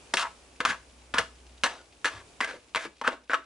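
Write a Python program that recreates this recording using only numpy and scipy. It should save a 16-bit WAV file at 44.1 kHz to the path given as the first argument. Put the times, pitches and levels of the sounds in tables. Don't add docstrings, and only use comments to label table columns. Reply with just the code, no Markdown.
import sys
import numpy as np
from scipy import signal
from scipy.fft import rfft, irfft
from scipy.io import wavfile

SR = 44100
rng = np.random.default_rng(int(sys.argv[2]) if len(sys.argv) > 2 else 0)


def int16_out(signal):
    q = np.round(np.clip(np.atleast_2d(signal).T, -1, 1) * 32767)
    wavfile.write(sys.argv[1], SR, q.astype(np.int16))


N = 152145
T = np.arange(N) / SR
HZ = np.fft.rfftfreq(N, 1 / SR)
INPUT_BAND_HZ = 11000


def amp(db):
    return 10 ** (np.asarray(db) / 20)


def unit(x):
    return x / np.sqrt(np.mean(x ** 2) + 1e-20)


def curve_at(points, hz):
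    freqs, values = np.transpose(points)
    return np.interp(np.log(hz + 1), np.log(freqs), values)


def fader(points):
    return amp(np.interp(T, *np.transpose(points)))


def add(mix, start_s, sound):
    part = mix[round(start_s * SR):][:len(sound)]
    part += sound[:len(part)]


def stereo_pair(spectra, correlation):
    alike = np.clip(curve_at(correlation, HZ), 0, 1)
    right = alike * spectra[0] + np.sqrt(1 - alike ** 2) * spectra[1]
    return irfft(np.array([spectra[0], right]), N)


# freq_hz, gain_db
HISS_EQ = [(20, -10), (40, 10), (90, 9.5), (180, 4), (280, 9.5), (550, 8), (1000, 3.5), (2000, -1),
           (2500, 2.5), (3500, -3), (7000, -3), (10500, -6.5)]
# freq_hz, correlation
HISS_IMAGE = [(40, 0.97), (500, 0.73), (2000, 0.24), (10000, 0.33)]
# time_s, level_db
HISS_FADER = [(0, -54), (.5, -57), (1.5, -58), (1.95, -59.5), (2.3, -55.5), (2.7, -60.5), (3.45, -68.5)]

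def hiss():
    spectra = rfft(rng.standard_normal((2, N))) * amp(curve_at(HISS_EQ, HZ)) * (HZ < INPUT_BAND_HZ)
    return unit(stereo_pair(spectra, HISS_IMAGE)) * fader(HISS_FADER)


# harmonic, gain_db
HUM_PARTIALS = [(1, 6.5), (2, -17), (4, -7)]
# time_s, level_db
HUM_FADER = [(0, -69), (.65, -62), (1, -59), (1.52, -54.5), (1.75, -64.5), (1.9, -72), (2.05, -66),
             (2.6, -73.5), (3.45, -68)]

def appliance_hum(pitch_hz=61.2):
    hum = sum(amp(db) * np.sin(2 * np.pi * (harmonic * pitch_hz * T + rng.random()))
              for harmonic, db in HUM_PARTIALS)
    return unit(hum) * fader(HUM_FADER)


# freq_hz, gain_db
RUB_EQ = [(300, -40), (2500, 13.5), (5000, 9.5), (10000, -3.5)]

def hand_rub(ticks_per_s=160, decay_s=.004, level_db=-68):
    ticks = (rng.random(N) < ticks_per_s / SR) * rng.uniform(0.11, 1, N)
    envelope = signal.lfilter([1], [1, -np.exp(-1 / (decay_s * SR))], ticks)
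    fizz = irfft(rfft(envelope * rng.standard_normal(N)) * amp(curve_at(RUB_EQ, HZ)), N)
    return amp(level_db) * unit(fizz)


def rim_click(eq, bass_db, treble_db, focus_hz, focus_db, ring_db):
    bass_hz, treble_hz, focus_octaves, ring_width_hz = 630, 2840, 0.34, 112
    smear_s, smear_step_hz = .001, 350
    hz = np.fft.rfftfreq(4096, 1 / SR)
    shelves = bass_db / (1 + (hz / bass_hz) ** 4) + treble_db * (1 - 1 / (1 + (hz / treble_hz) ** 4))
    bell = focus_db * np.exp(-.5 * (np.log2((hz + 1) / focus_hz) / focus_octaves) ** 2)
    ring = 10 * np.log10(1 + (amp(ring_db) ** 2 - 1) / (1 + (2 * (hz - focus_hz) / ring_width_hz) ** 2))
    log_gain = np.log(amp(curve_at(eq, hz) + shelves + bell + ring))
    log_spectrum = np.conj(signal.hilbert(np.r_[log_gain, log_gain[-2:0:-1]]))[:len(hz)]
    knots = np.arange(0, SR / 2, smear_step_hz)
    delay_s = np.interp(hz, knots, smear_s * rng.standard_normal(len(knots)) ** 2)
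    click = irfft(np.exp(log_spectrum - 2j * np.pi * np.cumsum(delay_s) * hz[1]))[:len(hz)]
    return click / np.linalg.norm(click)


# freq_hz, gain_db
CLACK_EQ = [(40, -29), (170, -19.5), (260, -8), (360, -13.5), (500, -3.5), (750, -8.5), (1100, -6.5),
            (1800, -2.5), (2500, -3), (3500, -2.5), (5000, -10), (8000, -13.5), (10500, -22)]
# start_s, strength_db, bass_db, treble_db, focus_hz
RIM_HITS = [(0.1374, -1.5, 2, 1, 1180), (.139, 7, 11.5, 5, 1074), (0.1707, 5.5, -3, 1, 2750),
            (0.6038, 2, -14, -9, 1130), (.611, -4.5, 12.5, -3, 1650), (0.6512, 7.5, -5, -4, 1265),
            (.657, 4, -6, -6.5, 1240), (1.1396, 0.5, -6, -12, 990), (1.143, -1.5, 15, 0.5, 1460),
            (1.156, -9, 6, -12, 1500), (1.1831, 6.5, -6, -3.5, 1680), (1.1859, 6, 4, 2, 1390),
            (1.636, 8, -3.5, -2.5, 1136), (1.64, 4.5, 13.5, 10.5, 1610), (2.045, 2, -0.5, 0, 1610),
            (2.0555, 4, 2.5, -1, 1670), (2.405, 1, -12, -12.5, 1070), (2.4095, 3, 4, -0.5, 1970),
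            (2.4451, -4.5, 3.5, -3, 1690), (2.51, -12, 2, -9, 1600), (2.7479, 1.5, -7.5, -10.5, 1110),
            (2.7589, 3, 0, -3, 1130), (3.014, -6, 3, -9, 1000), (3.046, -6, 2, -38, 1210),
            (3.065, -7.5, -4, -46, 1410), (3.0762, 7, 10.5, -9, 1330), (3.2966, -3, 5, -18, 1500),
            (3.316, -5, -21, -15, 1570), (3.3335, 7, -11, -26, 1580), (3.342, 3, -8, -14, 1370)]

def rim_clacks(chatter_gain=.9, chatter_decay_s=.0062):
    out, t = np.zeros(N), T[:2049]
    for start_s, strength_db, bass_db, treble_db, focus_hz in RIM_HITS:
        force = rng.standard_normal(len(t)) * np.exp(-t / chatter_decay_s)
        force *= chatter_gain / np.linalg.norm(force)
        force[0] = 1
        click = rim_click(CLACK_EQ, bass_db, treble_db, focus_hz, focus_db=6, ring_db=8)
        clack = signal.fftconvolve(force, click)
        add(out, start_s, amp(strength_db) * clack / np.linalg.norm(clack))
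    return out


# pitch_hz, gain_db, t60_s
SHELL_MODES = [(250, -29, .1), (305, -31, .08), (500, -28, .1), (660, -27, .09), (935, -24, .08),
               (1075, -20, .08), (1185, -22, .06), (1297, -20, .07), (1450, -21, .07), (1568, -20, .06),
               (1690, -20, .06), (2040, -23, .06), (2790, -25, .06), (3240, -26, .06)]

def shell_ring(rim, ring_db=-18.5):
    t = T[:SR // 2]
    ring = sum(amp(db - 60 * t / t60_s) * np.cos(2 * np.pi * hz * t) for hz, db, t60_s in SHELL_MODES)
    return rim + amp(ring_db) * signal.fftconvolve(rim, ring / np.linalg.norm(ring))[:N]


# start_s, level_db, pitch_hz, decay_s
THUDS = [(0.14, -42, 234, 0.015), (.139, -36.5, 430, 0.013), (0.602, -36, 252, 0.0051),
         (0.673, -42.5, 245, 0.025), (1.139, -52, 122, 0.019), (1.188, -47, 127, 0.018),
         (2.138, -51.5, 90, 0.043), (2.531, -45.5, 490, 0.024), (2.849, -42, 345, 0.019)]

def dough_bumps(relative_bandwidth=0.58):
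    out, t = np.zeros(N), T[:SR // 2]
    hz = np.fft.rfftfreq(len(t), 1 / SR)
    for start_s, level_db, pitch_hz, decay_s in THUDS:
        band = 1 / (1 + (2 * (hz / pitch_hz - 1) / relative_bandwidth) ** 2)
        envelope = 2 * t / decay_s * np.exp(1 - 2 * t / decay_s)
        thud = envelope * irfft(rfft(rng.standard_normal(len(t))) * band, len(t))
        add(out, start_s, amp(level_db) * thud * np.linalg.norm(envelope) / np.linalg.norm(thud))
    return out


# freq_hz, gain_db
SKID_EQ = [(40, -19.5), (170, -35.5), (270, -7.5), (750, -1.5), (1000, -2), (1750, -2.5), (2300, -1),
           (3500, 0), (5000, -3.5), (8000, -9), (10500, -15)]
# start_s, length_s, strength_db, ramp_db, bass_db, treble_db, focus_hz, ring_db
RIM_SLIDES = [(0.153, 0.02, -39.5, -7, 26, 18, 1300, 2), (0.174, 0.054, -25, -4.5, -13, -5, 1270, 2.5),
              (0.223, 0.046, -28.5, -5, -20, -36, 904, 7), (0.6, 0.077, -46.5, 5.5, -6, -24, 1350, -3),
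              (0.664, 0.045, -32.5, 7.5, -16, -6, 1617, 9.5), (0.715, 0.031, -32.5, -8, -4.5, -13, 990, 4),
              (1.146, 0.043, -34.5, 6, -16, -18.5, 1320, 3.5), (1.19, 0.049, -24, -23, 3.5, -11, 1290, 6),
              (1.644, 0.019, -23.5, 1.5, 3.5, -8.5, 1700, 8.5),
              (1.677, 0.14, -37.5, -18, 5.5, -8.5, 1120, -3.5),
              (2.047, 0.034, -25.5, -2.5, -5, -7, 1704, 8.5), (2.093, .12, -41, -8.5, 6, -9, 1500, -8),
              (2.416, 0.039, -32.5, 0, -11, -8, 1640, 11), (2.418, 0.022, -32, 0.5, 4.5, -13.5, 2030, 16),
              (2.473, 0.096, -35, -16.5, 6, -6, 1644, 6.5), (2.764, 0.014, -24, -5.5, -2, -15.5, 2130, 5),
              (2.789, 0.065, -38, 0, 2, -3.5, 1660, 8.5), (2.85, 0.022, -38, -8, -11, -15, 1400, -7),
              (3.015, 0.01, -30, -9.5, 9, -23, 880, 10), (3.037, 0.04, -36.5, 11, -15.5, -20, 1416, 3.5),
              (3.082, 0.01, -28, -4.5, 2.5, -16, 1190, 7), (3.108, 0.026, -42.5, 4.5, 10, -13.5, 890, -6),
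              (3.302, 0.031, -28.5, -8.5, -5, -18.5, 1520, 5.5),
              (3.33, 0.017, -26.5, 0, -7, -10, 1140, 11.5), (3.368, 0.025, -49, 1, 13, -11.5, 1540, -2)]

def rim_skids(slips_per_s=650, slip_spread_db=1, attack_s=0.00087, release_s=0.0084):
    out, t = np.zeros(N), T[:SR // 4]
    for start_s, length_s, strength_db, ramp_db, bass_db, treble_db, focus_hz, ring_db in RIM_SLIDES:
        size, grit = rng.standard_normal((2, len(t)))
        slipping = rng.random(len(t)) < slips_per_s / SR
        slips = slipping * amp(slip_spread_db * np.clip(size, -2, 2)) * np.sign(grit)
        envelope = np.minimum(t / attack_s, 1) * amp(strength_db + ramp_db * np.minimum(t / length_s, 1))
        envelope *= np.exp(-np.maximum(t - length_s, 0) / release_s)
        force = envelope * unit(unit(slips) + grit)
        click = rim_click(SKID_EQ, bass_db, treble_db, focus_hz, focus_db=5, ring_db=ring_db)
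        add(out, start_s, signal.fftconvolve(force, click))
    return out


# freq_hz, t60_s
ROOM_DECAY = [(150, 0.37), (500, 0.31), (1400, 0.23), (4000, 0.28), (10000, 0.32)]

def room_tail(x, rise_s=0.0036):
    t = T[:SR // 2]
    hz, frame_s, bands = signal.stft(rng.standard_normal((2, len(t))), SR, nperseg=256)
    decay = amp(-60 * frame_s / curve_at(ROOM_DECAY, hz)[:, None])
    tail = signal.istft(bands * decay, SR, nperseg=256)[1][:, :len(t)]
    tail *= np.minimum(t / rise_s, 1)
    return signal.fftconvolve(x[None], tail / np.linalg.norm(tail[0]), axes=1)[:, :N]


# freq_hz, correlation
ROOM_IMAGE = [(150, 1), (1400, 0.62), (4000, 0.6), (10000, .1)]
# freq_hz, gain_db
EARLY_EQ = [(200, -7.5), (1200, -3), (4000, 0.5), (10000, 2)]

def kitchen(x, reverb_db=-11, early_db=-12.5, early_decay_s=0.0075, left_lag_s=21e-6, left_db=1.02):
    turn = np.pi * T / .9
    tails = room_tail(x * np.cos(turn)) + room_tail(x * np.sin(turn))
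    reverb = amp(reverb_db) * stereo_pair(rfft(tails), ROOM_IMAGE)
    t = T[:SR // 2]
    early = rng.standard_normal(len(t)) * np.exp(-t / early_decay_s)
    side = signal.fftconvolve(x, early / np.linalg.norm(early))[:N]
    side = amp(early_db) * irfft(rfft(side) * amp(curve_at(EARLY_EQ, HZ)), N)
    left = irfft(rfft(x + side + reverb[0]) * np.exp(-2j * np.pi * HZ * left_lag_s), N)
    return np.array([amp(left_db) * left, x - side + reverb[1]])


def low_pass(x, cutoff_hz):
    taps = signal.firwin(255, cutoff_hz, window=("kaiser", 8), fs=SR)
    return signal.oaconvolve(x, taps[None], "same")


def scene():
    bowl = amp(-3) * shell_ring(rim_clacks() + rim_skids())
    return kitchen(bowl + dough_bumps() + hand_rub()) + hiss() + appliance_hum()


def record(dry):
    ceiling = 0.76
    clipped = ceiling * np.tanh(low_pass(dry, INPUT_BAND_HZ) / ceiling)
    return low_pass(clipped, cutoff_hz=15400)


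dry = scene()
out = record(dry)
int16_out(out)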